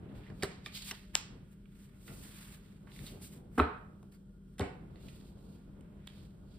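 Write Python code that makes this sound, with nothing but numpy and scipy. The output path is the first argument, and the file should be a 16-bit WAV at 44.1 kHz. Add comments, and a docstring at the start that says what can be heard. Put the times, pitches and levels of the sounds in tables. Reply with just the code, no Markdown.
"""Playing cards on a cloth-covered wooden table, in a quiet room with a low hum.
A card is slid out and snapped down, the spread is swept up, the deck is knocked square and set down.
Card edges click and crackle, blows ring the table modes, sliding cards and palms make friction noise.
Two close microphone ports share one treble, which reaches the right side a little later."""
import sys
import numpy as np
from scipy import signal
from scipy.fft import rfft, irfft, next_fast_len
from scipy.io import wavfile

SR = 44100
rng = np.random.default_rng(int(sys.argv[2]) if len(sys.argv) > 2 else 0)


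def pcm_store(signal):
    """Save signal as 16-bit PCM."""
    levels = np.round(np.clip(np.atleast_2d(signal), -1, 1) * 32767)
    wavfile.write(sys.argv[1], SR, levels.astype(np.int16).T)


N = 290213

# card edge snaps: (time [s], level [dB], flex [Hz], decay [s], crack re flex [dB], crack [Hz],
# treble crackle [dB], Q [-])
EDGE_SNAPS = [(0.265, -53, 2040, 0.017, -23, 3200, -16, 10),
              (0.3, -47.5, 1790, 0.0024, -28, 4300, -26, 3.5),
              (0.4238, -32, 2100, 0.0063, -2, 4600, -7, 7.5),
              (.4265, -38, 1900, 0.0068, -3.5, 4650, -14, 7.1),
              (0.433, -29, 1777, 0.0024, -7, 4450, -0.5, 3.4),
              (0.4335, -24.5, 1450, 0.00052, 0, 8300, -14, 3.7),
              (.433, -27.5, 400, 0.0009, -15, 577, -40, 6.5),
              (0.439, -35.5, 1174, 0.011, -3, 4160, -5, 3.7), (0.6606, -39, 1807, 0.0003, 6.5, 3620, 3, 16),
              (0.6614, -45.5, 1200, 0.0019, 5, 2380, 5, 30), (0.66, -48, 4620, 0.0023, 3.5, 5460, 0, 11),
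              (0.67, -43.5, 2367, 0.0023, -6, 3590, -10, 17),
              (0.9105, -35.5, 1150, 0.0041, 6, 3180, -9, 3.7),
              (0.9107, -43.5, 1900, 0.0042, 8, 5750, -10.5, 18),
              (0.918, -47, 909, 0.013, -9, 1800, -13, 3.3),
              (1.1529, -11, 7220, 0.00061, -12, 9300, -1, 5.7),
              (1.1535, -12.5, 2980, 0.00013, -0.5, 5510, -28.5, 3.84),
              (1.1537, -18, 794, 0.00011, -22, 2010, -25, 1.1),
              (1.656, -61, 1450, 0.0034, 2.5, 2690, -27, 2.6),
              (2.0792, -43.5, 1740, 0.0057, -10, 4630, -17, 2.8),
              (2.871, -52.5, 1300, 0.013, -34, 2970, -25, 2.6),
              (2.918, -48.5, 2170, 0.0012, -2.5, 3980, -14, 3),
              (2.962, -53, 2050, 0.0039, -6, 4000, -25, 6.2),
              (2.99, -46.5, 1952, 0.0011, 0, 3720, -25, 6.2), (3.058, -53.5, 3900, .006, -21, 9000, -21, 7),
              (3.065, -43, 4000, 0.008, -19.5, 9000, -16, 7),
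              (3.077, -44.5, 3706, 0.011, -24, 9000, -11, 3.7),
              (3.219, -54, 2000, 0.0059, 7, 9000, -3.5, 6.4),
              (3.24, -54.5, 1587, 0.0063, -1, 2580, -23.5, 3),
              (3.576, -42, 1600, 0.004, -5.5, 2410, -19.5, 2.6),
              (3.58, -26.5, 1600, 0.021, -15, 2600, -18, 2.8),
              (3.593, -21, 1099, 0.0016, -12.5, 3270, -39, 2.4),
              (3.5983, -14.5, 1265, 0.0005, -13, 2030, -46.5, 7.5),
              (3.599, -29.5, 2560, 0.0031, -6, 3950, -31.5, 17),
              (4.028, -57.5, 1040, 0.0026, -11, 3950, 0.5, 2.4), (4.121, -67, 4650, 0.0074, 3, 8840, 1, 12),
              (4.137, -68, 4700, 0.02, -15, 8980, -8, 12),
              (4.582, -47.5, 1550, 0.021, -13, 3530, -6.5, 2.9),
              (4.5945, -34, 3350, 0.0011, -7, 5650, 5.5, 15), (4.607, -36, 884, 0.011, 4.5, 1910, -25, 2.1),
              (4.608, -43, 3300, 0.004, 2, 4530, -24, 3.7), (4.957, -58.5, 1860, 0.0044, 3, 4170, -25, 2.6),
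              (5.083, -49, 2730, 0.008, -6, 4400, -9, 2.1), (5.21, -61, 1590, 0.0026, 3, 4200, -20, 3),
              (5.808, -58, 2400, 0.0035, -3, 8080, -5, 2.6),
              (6.0725, -47.5, 1050, 0.0006, 6, 3400, 19, 2.7),
              (6.0746, -52.5, 1490, 0.0015, 16.5, 3400, 10, 3.8)]
# blows on the table: (time [s], level [dB], contact hardness [Hz], place [0 far edge, 1 left side])
TABLE_KNOCKS = [(0.056, -41, 296, 0.33), (0.092, -49, 300, 0.34), (0.315, -39, 300, 1),
                (0.428, -29, 910, 1), (0.4334, -34.5, 1210, 0.31), (0.4351, -37, 710, 0.42),
                (.661, -50, 1506, 0.44), (0.911, -48, 1500, 0.59), (2.09, -52, 400, 0.39),
                (2.988, -45, 199, 0.68), (3.064, -52.5, 200, 0.95), (3.123, -51, 500, 0.56),
                (3.17, -46.5, 340, .5), (3.212, -42.5, 297.5, 0.55), (3.308, -53, 499.4, .5),
                (3.397, -50, 300, 0.66), (3.515, -58.5, 494, .5), (3.577, -26.5, 870, 0.12),
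                (3.581, -23, 884, 0.11), (3.5925, -24, 1191, 0.17), (3.598, -24, 2500, 0.083),
                (3.604, -12.5, 117, 0.049), (4.028, -55.5, 1190, 0.44), (4.596, -24, 760, 0.92),
                (4.593, -31.5, 129.7, 0.29), (4.604, -37.5, 800, 0.98), (4.606, -29.5, 402, 0.39)]
# table and deck modes: (frequency [Hz], struck at far edge [dB], struck at left side [dB], t60 [s])
TABLE_MODES = [(72.6, -2.5, -4.5, 0.13), (91, -4.5, 1, 0.077), (120.6, -20.5, -2, 0.043),
               (158, -24, -5.5, 0.078), (243, 0, -4.5, 0.059), (346, -1, -9.5, 0.053),
               (397, -4.5, -7, 0.099), (456, -3, -9, 0.068), (608, -6, -3, 0.046),
               (630, -2.5, -10.5, 0.095), (750, -6, -6, 0.05), (863, -2.5, -8.5, 0.066),
               (1094, 2.5, -8.5, 0.028), (1340, 5, -12.5, 0.048), (1565, -8, -7, 0.033),
               (1910, -11.5, -10, 0.03), (2420, -3.5, -11.5, 0.018), (3200, -7, -18, 0.0087),
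               (4060, -6.5, -13, 0.012)]
# hand position: (time [s], left minus right [dB], room send [dB])
HAND_PATH = [(.3, -3, -6.5), (.43, -0.5, -10), (.66, -0.5, -8), (.91, 2.5, -13.5), (1.15, 7, -9),
             (1.65, -6.5, -10.5), (2.08, -4.5, -1.5), (3.0, -3, -3), (3.23, 3.5, -8.5), (3.59, 3, -7),
             (4.1, -1, -10.5), (4.6, 2, -2), (4.95, -5, 2.5), (5.8, -5, -14), (6.07, -0.5, -9.5)]
# strokes over the cloth: (full speed at [s], rise [s], hold [s], fall [s], hiss [dB], scrape [dB],
# rasp [dB])
SLIDE_STROKES = [(0.17, 0.073, 0.0087, 0.084, -73.5, -74, -81), (0.257, 0.11, 0.024, .08, -82, -76, -64),
                 (0.422, 0.16, 0.011, .03, -69.5, -69, -72), (0.515, 0.073, 0.022, 0.15, -82, -64, -82),
                 (0.662, 0.027, 0.011, 0.04, -64, -55.5, -76),
                 (0.752, 0.032, 0.023, 0.083, -51, -45.5, -68),
                 (0.821, .008, 0.0067, 0.037, -56.5, -49.5, -67), (0.847, .008, .008, 0.035, -52, -52, -70),
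                 (0.881, 0.036, 0.032, 0.016, -48.5, -50.5, -58), (0.93, 0.045, 0.012, 0.21, -65, -62, -64),
                 (1.152, 0.013, 0.0047, 0.054, -49, -59, -43),
                 (1.52, 0.092, 0.0093, 0.061, -74.5, -90.5, -79),
                 (1.806, 0.16, 0.045, 0.077, -70.5, -78, -76), (2.09, 0.15, 0.15, 0.4, -60, -68, -81),
                 (2.237, 0.08, 0.31, 0.046, -60.5, -67.5, -64.5),
                 (2.682, 0.39, 0.015, 0.19, -75.5, -77, -75), (2.93, 0.057, 0.12, .1, -67.5, -67, -81),
                 (3.054, 0.15, 0.038, 0.13, -57, -65, -65.5), (3.233, 0.035, 0.022, 0.084, -53, -61, -82),
                 (3.327, 0.037, 0.015, 0.086, -63.5, -72, -71.5),
                 (3.437, 0.081, 0.038, 0.045, -92, -96, -82.5),
                 (3.553, 0.041, 0.023, 0.022, -67, -85, -68.5),
                 (4.12, 0.0074, 0.035, 0.043, -72.5, -91, -73), (4.536, .02, 0.011, 0.022, -82, -95, -92),
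                 (5.045, 0.13, 0.23, 0.13, -72.5, -71.5, -82), (5.448, 0.16, 0.098, 0.12, -75, -74, -93),
                 (6.087, 0.077, 0.17, 0.12, -76.5, -74, -96), (6.535, 0.13, 0.04, 0.061, -80.5, -74, -84)]
# narrow ringing tones in the scrape: (frequency [Hz], level [dB], t60 [s])
SCRAPE_TONES = [(1820, -11, .03), (2380, -1.5, .03), (3250, 2.5, 0.068), (3650, -3.5, 0.021),
                (4100, -2.5, 0.029), (4606, 0, 0.057)]
# slow background of arms and table: (time [s], rumble [dB], rasp [dB])
ARM_MOTION = [(0, -52, -74), (.13, -49, -68.5), (.24, -56, -70), (.32, -46.5, -83), (.6, -58.5, -76),
              (.8, -67, -67), (1.1, -70.5, -82), (1.34, -53.5, -72.5), (1.6, -70.5, -81.5),
              (1.95, -65.5, -76.5), (2.14, -47.5, -76), (2.42, -62.5, -67.5), (2.8, -59.5, -82),
              (3.16, -51, -77), (3.3, -57, -73), (3.45, -55.5, -85), (3.95, -57.5, -90), (4.25, -64.5, -95),
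              (4.5, -69.5, -90), (4.85, -52.5, -77.5), (5.3, -55.5, -88), (5.85, -55, -77.5),
              (6.1, -56, -73), (6.58, -58.5, -97.5)]
# palms on deck or cloth: (centre [s], 1/e half width [s], level [dB])
PALM_RUBS = [(0.14, 0.15, -62), (2.12, 0.035, -58), (3.144, 0.035, -58.5), (3.437, 0.052, -62.5),
             (5.4, 0.1, -71)]
# noise spectra: (frequency [Hz], relative density [dB])
EDGE_SCRAPE = [(1200, -30.5), (2400, -4.5), (3700, 1.5), (4700, 1), (5800, -9), (7000, -4), (12000, -32.5)]
SURFACE_HISS = [(2000, -32.5), (4500, -7.5), (7000, -1), (9000, 1.5), (12000, -2), (14000, -2.5),
                (16000, -1.5)]
BODY_RASP = [(400, -31), (900, -7.5), (1700, -5.5), (2400, -8), (3500, -14), (6000, -38)]
TABLE_RUMBLE = [(60, 6), (150, 8.5), (400, -4), (800, -15), (1500, -22.5), (3000, -65.5)]
PALM_HOLLOW = [(150, -17), (350, 9), (850, -1), (1100, -38), (2500, -44)]
ECHO_SPECTRUM = [(100, -2), (400, -1.5), (1500, -2.5), (2800, -2.5), (4000, -6), (5500, -5.5), (8000, -4),
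                 (15000, -5)]
AIR_SPECTRUM = [(20, -4.5), (50, 3), (100, -4.5), (170, 1.5), (260, -10), (450, -16.5), (700, -41),
                (1400, -32), (2200, -43.5), (3200, -39), (5000, -44), (10000, -43), (16000, -48)]
# room decay: (frequency [Hz], t60 [s])
ROOM_DECAY = [(60, 0.18), (200, 0.27), (500, 0.49), (1100, 0.56), (3000, 0.47), (8000, 0.3), (16000, 0.18)]
# hum lines: (frequency [Hz], rms level [dB], width [Hz])
HUM_LINES = [(46.4, -62, 3.6), (159, -73.5, 9.6), (398, -77.5, 6), (604, -81, 2.4), (1425, -87.5, 18),
             (3240, -95, 140)]
# diffuse field: (frequency [Hz], left-right coherence [0-1])
COHERENCE = [(60, 0.99), (300, 0.85), (640, 0.086), (1400, 0.042), (5000, 0.029)]
# port imbalance: (frequency [Hz], right minus left [dB])
PORT_BALANCE = [(100, -0.85), (500, 0.6), (1300, 3.5), (3000, 3.5), (5000, 5), (7000, 1.5)]
# right port lag: (frequency [Hz], phase [turns])
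PORT_LAG = [(0, 0), (2200, .08), (4000, .03), (5000, .22), (6000, .36), (6600, .56), (7500, .76),
            (9000, 1.02), (13000, 1.82), (17000, 2.6)]

STROKE_FADE_DB, SCRAPE_RING_DB, HISS_TRIM_DB = 20, -12.5, 2
FIRST_ECHO_S, ROOM_RING_RATIO = .006, 0.38   # ratio: ring time towards the room / heard close
AIR_DB, DRONE_HZ, DRONE_DB = -56.5, 197.8, -59.5
SHARED_FROM_HZ, CUTOFF_HZ = 5800, 15700


def card_snaps():
    """A click and dying crackle drive flex and crack resonances. Row 0: close; rows 1-3: to the room."""
    size = 2048
    out, t = np.zeros((4, N)), np.arange(size) / SR
    treble_band = signal.butter(1, [5500, 12000], "band", fs=SR)
    for k, snap in enumerate(EDGE_SNAPS):
        time_s, level_db, flex_hz, decay_s, crack_db, crack_hz, treble_db, close_q = snap
        burst = min(decay_s * 300, .8) * rng.standard_normal(size) * np.exp(-t / decay_s)
        burst[0] = 1   # short snaps are nearly this click alone
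        crackle = amp(treble_db) * signal.lfilter(*treble_band, burst)
        lowpass = signal.butter(4, min(1.35 * crack_hz, 18000), fs=SR)
        start, direction = round(time_s * SR), 1 + k % 3
        for row, q in ((0, close_q), (direction, close_q * ROOM_RING_RATIO)):
            body = resonance(burst, flex_hz, q) - amp(crack_db) * resonance(burst, crack_hz, q)
            out[row, start:start + size] += amp(level_db) * (signal.lfilter(*lowpass, body) + crackle)
    return out


def table_knocks():
    """A soft contact pulse rings the modes, weighted by place. Row 0: close; row 1: to the room."""
    out, size = np.zeros((2, N)), 12000
    click = signal.unit_impulse(size) + 1e-18
    for time_s, level_db, contact_hz, place in TABLE_KNOCKS:
        r = np.exp(-2 * np.pi * contact_hz / SR)
        push = signal.lfilter([(1 - r) ** 2], [1, -2 * r, r * r], click)
        start = round(time_s * SR)
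        for k, (hz, far_db, left_db, t60_s) in enumerate(TABLE_MODES):
            gain = amp(level_db + (1 - place) * far_db + place * left_db) * (-1) ** k
            out[0, start:start + size] += gain * ring(push, hz, t60_s)
            out[1, start:start + size] += gain * ring(push, hz, t60_s * ROOM_RING_RATIO)
    return signal.lfilter(*signal.butter(2, 60, "high", fs=SR), out)   # cut sub-bass below 60 Hz


def stroke_gains():
    """Strokes swell, hold, fade and add in power. Returns hiss, scrape and rasp gains."""
    t, power = np.arange(0, N, 44) / SR, 1e-14
    for time_s, rise_s, hold_s, fall_s, *levels_db in SLIDE_STROKES:
        early = np.maximum(time_s - t, 0) / rise_s
        late = np.maximum(t - time_s - hold_s, 0) / fall_s
        power = power + amp(np.array(levels_db)[:, None] - STROKE_FADE_DB * (early + late)) ** 2
    return [np.interp(np.arange(N) / SR, t, np.sqrt(p)) for p in power]


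def card_slides():
    """Dense, clumped slips: edge scrape, body rasp and surface hiss over table rumble."""
    rumble_db, rasp_db = per_sample(ARM_MOTION)
    hiss_gain, scrape_gain, rasp_gain = stroke_gains()
    clumps = amp(1.5 * drift(33))
    slips = rng.standard_normal((2, N))
    slips *= amp(2 * np.minimum(rng.exponential(1, N), 6))   # some slips stand out
    rumble = amp(rumble_db + 2.1 * drift(12.3)) * stereo_noise(TABLE_RUMBLE, near=0.053)
    rasp = np.hypot(rasp_gain, amp(rasp_db)) * stereo_noise(BODY_RASP, near=0.077, source=slips)
    scrape_ring = unit_rms(sum(amp(db) * ring(slips, hz, t60_s) for hz, db, t60_s in SCRAPE_TONES))
    edge = stereo_noise(EDGE_SCRAPE, near=0.052, source=slips)
    scrape = scrape_gain * amp(0.75 * drift(70)) * (edge + amp(SCRAPE_RING_DB) * scrape_ring)
    hiss = hiss_gain * amp(HISS_TRIM_DB) * stereo_noise(SURFACE_HISS, near=0.16)
    return rumble + clumps * (scrape + rasp + hiss)


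def palm_rubs():
    """Rubbing palms: hollow low noise that swells and fades."""
    t = np.arange(N) / SR
    swell = sum(amp(db) * np.exp(-((t - centre_s) / half_s) ** 2) for centre_s, half_s, db in PALM_RUBS)
    return swell * amp(1.3 * drift(40)) * stereo_noise(PALM_HOLLOW, near=.3)


def room_echoes(x):
    """Noise tail that swells at the first reflection; the mids last longest."""
    size = 30000
    t, tail = np.arange(size) / SR, np.zeros((2, size))
    noise = stereo_noise(ECHO_SPECTRUM, near=.01)[:, :size]
    octaves_hz = 40 * 2 ** np.arange(10)
    for k, (low_hz, high_hz) in enumerate(zip(octaves_hz, octaves_hz[1:])):
        band = signal.sosfilt(signal.butter(2, [low_hz, high_hz], "band", fs=SR, output="sos"), noise)
        t60_s = at_hz(ROOM_DECAY, np.sqrt(low_hz * high_hz))
        tail += (-1) ** k * band * amp(-60 * t / t60_s)
    tail *= np.clip((t - FIRST_ECHO_S) / .003, .1, 1) * (t > .002)
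    tail /= np.sqrt(np.sum(tail ** 2) / 2)
    return signal.fftconvolve(x[None], tail, axes=1)[:, :N]


def room_tone():
    """Air noise and hum: one firm tone plus wavering narrow noise lines."""
    out = amp(AIR_DB + drift(3.4)) * stereo_noise(AIR_SPECTRUM, near=.01)
    turns = np.cumsum(DRONE_HZ + 1.5 * drift(4.4)) / SR
    out += amp(DRONE_DB + 0.74 * drift(8.1)) * np.sqrt(2) * np.sin(2 * np.pi * turns)
    for hz, level_db, width_hz in HUM_LINES:
        out += amp(level_db) * unit_rms(ring(rng.standard_normal(N), hz, t60_s=2.2 / width_hz))
    return out


def resonance(x, hz, q):
    """Band-pass of width hz / q, output scaled to peak 1."""
    r = np.exp(-np.pi * hz / q / SR)
    y = signal.lfilter([1, 0, -1], [1, -2 * r * np.cos(2 * np.pi * hz / SR), r * r], x)
    return y / np.abs(y).max()


def ring(x, hz, t60_s):
    """One resonator: a unit click gives a decaying unit sine."""
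    r, w = amp(-60 / (t60_s * SR)), 2 * np.pi * hz / SR
    return signal.lfilter([0, np.sin(w)], [1, -2 * r * np.cos(w), r * r], x)


def stereo_noise(spectrum, near, source=None):
    """Shaped unit-rms noise; near: 0 diffuse, 1 mono."""
    if source is None:
        source = rng.standard_normal((2, N))
    size = next_fast_len(N)
    hz = np.arange(size // 2 + 1) * SR / size
    mid, side = rfft(source, size) * amp(at_hz(spectrum, hz))
    coherence = near + (1 - near) * at_hz(COHERENCE, hz)
    stereo = np.sqrt(1 + coherence) * mid + np.sqrt(1 - coherence) * side * [[1], [-1]]
    return unit_rms(irfft(stereo, size)[:, :N])


def drift(rate_hz):
    """Slow random wander, rms 1."""
    control_hz = 400
    knots = rng.standard_normal(int(N / SR * control_hz) + 2)
    r = np.exp(-2 * np.pi * rate_hz / control_hz)
    slow = unit_rms(signal.lfilter([1], [1, -2 * r, r * r], knots))
    return np.interp(np.arange(N) / SR * control_hz, np.arange(len(slow)), slow)


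def per_sample(rows):
    """Interpolate each column over time."""
    time_s, *columns = np.transpose(rows)
    return [np.interp(np.arange(N) / SR, time_s, column) for column in columns]


def at_hz(rows, hz):
    """Interpolate over log frequency."""
    knots_hz, values = np.transpose(rows)
    return np.interp(np.log(np.maximum(hz, 1)), np.log(knots_hz), values)


def amp(db):
    """Decibels to gain."""
    return 10 ** (np.asarray(db) / 20)


def unit_rms(x):
    """Scale to rms 1."""
    return x / np.sqrt(np.mean(x ** 2) + 1e-30)


def scene():
    """Snaps and knocks, each direction with its own echoes, over friction noise and room tone."""
    pan_db, send_db = per_sample(HAND_PATH)
    snaps, *snap_sends = card_snaps()
    knocks, knock_send = table_knocks()
    echoes = sum(room_echoes(amp(send_db) * send) for send in snap_sends)
    echoes += room_echoes(amp(send_db + 5) * knock_send)
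    panned_snaps = snaps * amp(pan_db * [[.5], [-.5]])
    return panned_snaps + knocks + echoes + card_slides() + palm_rubs() + room_tone()


def record(dry):
    """Two ports: shared treble, lagging on the right; lows trail highs; both band ends cut."""
    size = next_fast_len(N + 4096)
    hz = np.arange(size // 2 + 1) * SR / size
    left, right = rfft(dry, size)
    shared = 0.82 / (1 + (SHARED_FROM_HZ / np.maximum(hz, 1)) ** 14)
    lag = np.exp(-2j * np.pi * np.interp(hz, *np.transpose(PORT_LAG)))
    right = ((1 - shared) * right + shared * left) * lag
    lift = amp(.5 * at_hz(PORT_BALANCE, hz))
    delay, pole = np.exp(-2j * np.pi * hz / SR), .3
    allpass = (delay - pole) / (1 - pole * delay)
    dispersion = (allpass / delay) ** 22
    out = irfft(np.array([left / lift, right * lift]) * dispersion, size)[:, :N]
    out = signal.sosfilt(signal.butter(2, 35, "high", fs=SR, output="sos"), out)
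    return signal.sosfilt(signal.cheby2(14, 60, CUTOFF_HZ * 1.02, fs=SR, output="sos"), out)


dry = scene()
out = record(dry)
pcm_store(out)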